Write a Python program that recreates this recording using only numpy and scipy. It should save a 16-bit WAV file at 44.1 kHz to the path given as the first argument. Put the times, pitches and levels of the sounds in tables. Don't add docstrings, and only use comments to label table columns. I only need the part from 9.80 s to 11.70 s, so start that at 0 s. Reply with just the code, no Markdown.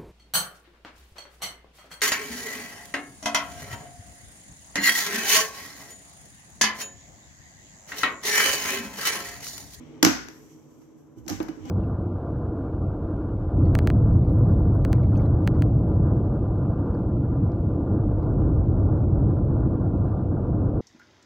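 import sys
import numpy as np
from scipy import signal
from scipy.fft import rfft, irfft, next_fast_len
from scipy.io import wavfile
from scipy.ndimage import map_coordinates

SR = 44100
rng = np.random.default_rng(int(sys.argv[2]) if len(sys.argv) > 2 else 0)


def pcm_store(signal):
    levels = np.round(np.clip(np.atleast_2d(signal), -1, 1) * 32767)
    wavfile.write(sys.argv[1], SR, levels.astype(np.int16).T)


def volts_from_decibels(level):
    exponent = np.asarray(level, float) / 20
    return 10 ** exponent


N = 83790
SIDE = np.array([[0.5], [-0.5]])


def unit(x):
    return x / np.sqrt(np.mean(x ** 2) + 1e-20)


def along(points, hz):
    f, v = np.transpose(points)
    return np.interp(np.log(hz + 1), np.log(f + 1), v)


def curves(rows):
    s, *columns = np.transpose(rows)
    return [np.interp(np.arange(N) / SR, s, column) for column in columns]


def wobble(rate):
    knots = rng.standard_normal(int(N * rate / SR) + 4)
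    return map_coordinates(knots, [np.arange(N) * rate / SR])


def colour(x, points):
    m = 2 * next_fast_len(x.shape[-1] // 2 + 4096)
    gain = volts_from_decibels(along(points, np.fft.rfftfreq(m, 1 / SR)))
    cepstrum = irfft(np.log(gain), m)
    cepstrum[1:m // 2] *= 2
    cepstrum[m // 2 + 1:] = 0
    return irfft(rfft(x, m) * np.exp(rfft(cepstrum)), m)[..., :x.shape[-1]]


def add(track, s, x):
    part = track[..., round(s * SR):][..., :x.shape[-1]]
    part += x[..., :part.shape[-1]]


def room(x):
    # f/Hz, T60/s
    decay = [(60, 0.73), (300, 0.28), (900, 0.4), (1650, 0.57), (2800, 0.46), (5500, 0.43), (12000, 0.3)]
    wall_delay_s = 0.004
    hz, t, z = signal.stft(rng.standard_normal((2, SR * 3 // 4)), SR, nperseg=256)
    z = z * volts_from_decibels(-60 * t / along(decay, hz)[:, None])
    tail = signal.istft(z, SR, nperseg=256)[1]
    tail = tail / np.linalg.norm(tail[0])
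    delayed = np.pad(x, (round(wall_delay_s * SR), 0))
    return signal.fftconvolve(delayed[None], tail, axes=1)


def contact_crackle(contacts, room_db):
    # f/Hz, level/dB
    plastic = [(150, -28), (400, -2), (900, 3), (2000, 0), (4000, -6.5), (6000, -7), (12000, 1),
               (16000, -17)]
    left_lag_s = 0.00053
    out, t = np.zeros((2, N)), np.arange(SR // 40) / SR
    for s, db, pan_db, ms, dull_db in contacts:
        u = t / (max(ms, 0.3) / 1000)
        shape = np.minimum(u * 5, 1) * np.exp(-2.5 * u ** 4)
        energy = np.linalg.norm(shape)
        spikes = rng.standard_normal((3, len(t))) * volts_from_decibels(4 * rng.standard_normal(len(t))) * shape
        spikes = spikes * energy / np.linalg.norm(spikes, axis=1, keepdims=True)
        tick = energy * (np.arange(len(t)) == 0)
        burst = colour(np.vstack([spikes, tick]), plastic)
        tilt = [(500, 2 * dull_db), (2000, 0.013), (16000, -3 * dull_db)]
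        common, left_only, right_only, impulse = volts_from_decibels(db - 3.5) * colour(burst, tilt)
        add(out[0], s + left_lag_s, volts_from_decibels(pan_db / 2) * (0.55 * common + 1.8 * left_only))
        add(out[1], s, volts_from_decibels(-pan_db / 2) * (1.12 * common + 0.21 * right_only))
        add(out, s, volts_from_decibels(room_db) * room(impulse))
    return out


def snaps():
    # t/s, peak level/dB, left-right level/dB, crackle length/ms, dullness/(dB per octave)
    sharp = [
        (.2270, -8.5, -1, 2.8, -.5),
        (.2298, -9, 1, 1.5, .5),
        (.2308, -14, 3, 1.6, -2),
        (.2481, -7, -2, 2.2, 0),
        (.2499, -7, -1, 1.6, -.5),
        (.4842, -38, 1, 4, .5),
        (1.4794, -34, 3, 2.8, -2),
        (1.4822, -35, 4, 3.6, -3),
        (1.8972, -34, 1, 4, 2.5),
    ]
    return volts_from_decibels(5) * contact_crackle(sharp, room_db=-1.5)


def plastic_contacts():
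    # t/s, peak level/dB, left-right level/dB, crackle length/ms, dullness/(dB per octave)
    taps = [(0.265, -6.5, -5, 1.9, 3.5), (1.019, -53, -6, 3.9, 5.5), (1.4631, -50.5, -4.5, 5, -1.5),
            (1.4875, -33, -12.5, 12, 4.5), (1.4932, -38, 6, 6.6, -4.5), (1.4985, -25.5, -7.5, 3.2, -1.5),
            (1.505, -34, 3, 4.8, 4), (1.522, -44, -7, 6, -4), (1.6013, -29, 10, 4.3, 9),
            (1.6045, -32, 4, 4.9, 8.5), (1.627, -49, 11, 6.2, -4.5), (1.6838, -32.5, -2.5, 2.5, 4.5),
            (1.6865, -41, 14, 4.5, 3), (1.853, -47, -3, 6.3, -1)]
    return contact_crackle(taps, room_db=3)


def table_top():
    # t/s, peak level/dB, softness/ms, main mode f/Hz, other modes level/dB
    blows = [(0.2301, -8, 3.8, 300.7, 2.5), (0.2496, -15.5, 3.2, 318, 6), (0.2676, -13, 2.6, 302, -5),
             (.292, -18.5, 4, 299.6, -18.5), (0.487, -39.5, 2.5, 314, -7), (1.372, -38, 4.6, 325, -6.5),
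             (1.451, -41.5, 6, 290, -10), (1.464, -32, 6.6, 323, 2), (1.5013, -27, 4.6, 310, 0),
             (1.512, -23.5, 4.7, 308, 2), (1.544, -43.5, 4, 311, -24.5), (1.6039, -20, 2, 320, -6.5),
             (1.646, -50.5, 3, 303, 12), (1.689, -23, 4.6, 311, -7), (1.773, -35, 4.8, 300, -26),
             (1.834, -43.5, 9.8, 303, 6), (1.85, -41.5, 5.2, 317, 14), (1.876, -41.5, 4, 305.7, 11),
             (1.8975, -26.5, 2, 314.7, -6.5)]
    # f/Hz, level/dB, T60/s, left-right level/dB
    modes = [(172.8, -17.5, 0.12, -4.5), (211.3, -12.5, 0.14, -1), (262.4, -17.5, 0.25, -4),
             (495, -21.5, .08, -6), (755, -12.5, 0.041, -12), (801, -21, 0.14, -7.5), (1030, -21, 0.05, -1),
             (1181, -22.5, 0.12, -1.5), (1496, -28.5, 0.51, -0.5), (1655, -30.5, 0.16, 1),
             (2226, -29, .15, -1.5), (2940, -28, 0.21, 0)]
    main_t60_s, main_pan_db, room_db = 0.07, -8, -13.5
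    out, t = np.zeros((2, N)), np.arange(SR // 3) / SR
    for s, db, soft_ms, hz, others_db in blows:
        luck = rng.standard_normal((len(modes), 3))
        rise = 1 - np.exp(-t / (max(soft_ms, 0.2) / 1000))
        ring = volts_from_decibels(main_pan_db * SIDE - 60 * t / main_t60_s) * np.sin(2 * np.pi * hz * t)
        for (f_hz, level_db, t60, pan_db), (a, b, c) in zip(modes, luck):
            softening_db = 0.75 * soft_ms * max(np.log2(f_hz / hz), 0)
            level_db = level_db + others_db + 2 * a - softening_db
            phase = 2 * np.pi * f_hz * (1 + 0.013 * b) * t + 2.39 * c * SIDE
            ring = ring + volts_from_decibels(level_db + pan_db * SIDE - 60 * t / t60) * np.sin(phase)
        ring = volts_from_decibels(db + 7.5) * rise * ring
        add(out, s, ring)
        add(out, s, volts_from_decibels(room_db) * room(ring[1]))
    return out


def sagging_modes(events):
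    rise_turns, sag = 1.5, 0.2
    out, t = np.zeros((2, N)), np.arange(SR // 2) / SR
    for s, db, hz, t60 in events:
        turns = hz * (t - sag * t ** 2)
        swell = volts_from_decibels(db - 60 * t / t60) * (1 - np.exp(-t * hz / rise_turns))
        add(out, s, swell * np.sin(2 * np.pi * turns + [[1.2], [0]]) * [[0.6], [1.1]])
    return out


def barrel_knocks():
    # t/s, peak level/dB, f/Hz, T60/s
    knocks = [
        (.228, -20, 760, .04),
        (1.482, -37, 800, .04),
        (1.493, -29, 720, .07),
        (1.503, -33, 520, .05),
        (1.6025, -29, 1250, .02),
        (1.6835, -29, 760, .02),
    ]
    return sagging_modes(knocks)


def table_pushes():
    # t/s, peak level/dB, f/Hz, T60/s
    pushes = [
        (0.235, -23, 100.4, 0.32),
        (0.3, -34, 59.3, 0.61),
        (1.37, -30.5, 116, 0.19),
        (1.4, -35.5, 67.3, 0.34),
        (1.5, -24.5, 100, 0.35),
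        (1.54, -34.5, 57.4, 0.82),
        (1.801, -31, 98, 0.36),
        (1.83, -37, 80.2, .4),
    ]
    return sagging_modes(pushes)


def sleeve():
    # t/s, rustle level/dB, brightness/dB
    strokes = [(0, -70, -15), (.2, -74, -18), (.45, -76, 12), (.55, -62.5, 3.5), (.72, -63, -1.5),
               (.82, -70, -2), (1.03, -70, 1), (1.15, -76.5, -5), (1.19, -71, 2), (1.26, -78, 1),
               (1.355, -78.5, 0), (1.385, -65.5, 1), (1.43, -76, 2), (1.55, -53, -8), (1.72, -71, 1),
               (1.845, -66, -14), (1.86, -62, -14.5), (1.9, -56, -12)]
    # f/Hz, level/dB
    cloth = [(300, -30), (1200, -8.5), (2600, -11.5), (3600, -9.5), (4500, -6), (5900, -3), (7700, 3.5),
             (12000, -3)]
    # f/Hz, level/dB
    dull = [(1200, -20.5), (2200, 0.5), (2700, -9), (3300, -5), (4000, -7), (5200, -14.5)]
    # f/Hz, level/dB
    to_left = [(2500, 5.5), (3100, 8.5), (3800, -4), (6400, -7), (7300, 5), (9200, 3.5), (11250, 2),
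               (12000, -0.5)]
    to_right = [(3600, 1), (5350, -5), (5850, 2), (6500, -1.5), (7500, -0.5), (9600, 7), (11300, 1),
                (13000, -3)]
    # f/Hz, level/dB
    upper_limit = [(15650, 0), (15800, -30)]
    level_db, bright_db = curves(strokes)
    grain = rng.standard_normal((3, 2, N)) * volts_from_decibels(0.6 * wobble(60))
    body = unit(colour(grain[0], cloth))
    sheen_points = [(8000, -37.5), (10300, -2), (11400, 8), (13000, 4), (14300, 0), (15500, -16.5)]
    sheen = unit(colour(grain[1], sheen_points))
    shuffle = unit(colour(grain[2], dull))
    hiss = body + volts_from_decibels(bright_db + 1.0) * sheen + volts_from_decibels(-1.1 * bright_db - 14) * shuffle
    hiss = volts_from_decibels(level_db + 1.0) * hiss
    return colour(np.array([colour(hiss[0], to_left), colour(hiss[1], to_right)]), upper_limit)


def room_tone():
    # f/Hz, level/(dB per Hz)
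    rumble = [(15, -64), (25, -43), (45, -17), (62, -13), (143, -6), (200, -16.5), (320, -7.5),
              (348, -17.5), (387, -9), (4000, -45.5), (5200, -85.5), (8800, -120)]
    # f/Hz, level/dB
    dips = [(500, 1), (680, -2.5), (1050, 1.5), (1900, -4)]
    # t/s, level/dB
    course = [(0.0, -45), (0.316, -40), (0.544, -47.5), (1.1, -50.5), (1.396, -48.5), (1.634, -42.5),
              (1.9, -42.5)]
    # f/Hz, bandwidth/Hz, level/dB, left-right level/dB
    hums = [(149.5, 9.5, -59.5, -1), (249.1, 31, -56.5, -4), (303.2, 46, -59.5, 5), (316.3, 17, -56, -8.5),
            (434.2, 4.7, -66, -1), (1000, 12, -79, 4)]
    level_db, = curves(course)
    a, b = rng.standard_normal((2, N))
    ports = np.array([a + 0.21 * b, a - 0.88 * b])
    out = volts_from_decibels(-56) * unit(colour(colour(ports, rumble), dips))
    f = np.fft.rfftfreq(N, 1 / SR)
    for hz, width_hz, db, pan_db in hums:
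        resonance = 1 + ((f - hz) / width_hz * 2) ** 2
        a, b = irfft(rfft(rng.standard_normal((2, N))) / resonance, N)
        out = out + volts_from_decibels(db + pan_db * SIDE) * unit(np.array([a + 0.84 * b, a - 0.3 * b]))
    return volts_from_decibels(level_db - level_db.min() + 0.28 * wobble(5.2)) * out


def scene():
    contacts = snaps() + plastic_contacts()
    wood = table_top() + barrel_knocks() + table_pushes()
    return contacts + wood + sleeve() + room_tone()


def top_cut(x):
    return signal.sosfilt(signal.butter(12, 16780, fs=SR, output="sos"), x)


def record(dry):
    # f/Hz, level/dB
    left_port = [(40, -10.5), (90, -5), (3500, 4), (6500, 8), (8000, -7), (9050, -25), (10300, -11),
                 (16000, 0)]
    right_port = [(40, -3), (90, -1.5), (3500, -4), (5900, 14), (8200, -5.5), (9800, -29.5), (12000, -11),
                  (16000, -10)]
    # f/Hz, level/dB
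    band_edge = [(22, -16), (45, 0), (14400, 0), (15400, -5), (16550, -8), (16780, -80)]
    ceiling = 0.9
    x = np.array([colour(dry[0], left_port), colour(dry[1], right_port)])
    x = x / (1 + np.abs(x / ceiling) ** 6) ** (1 / 6)
    return top_cut(colour(x, band_edge))


dry = scene()
out = record(dry)
pcm_store(out)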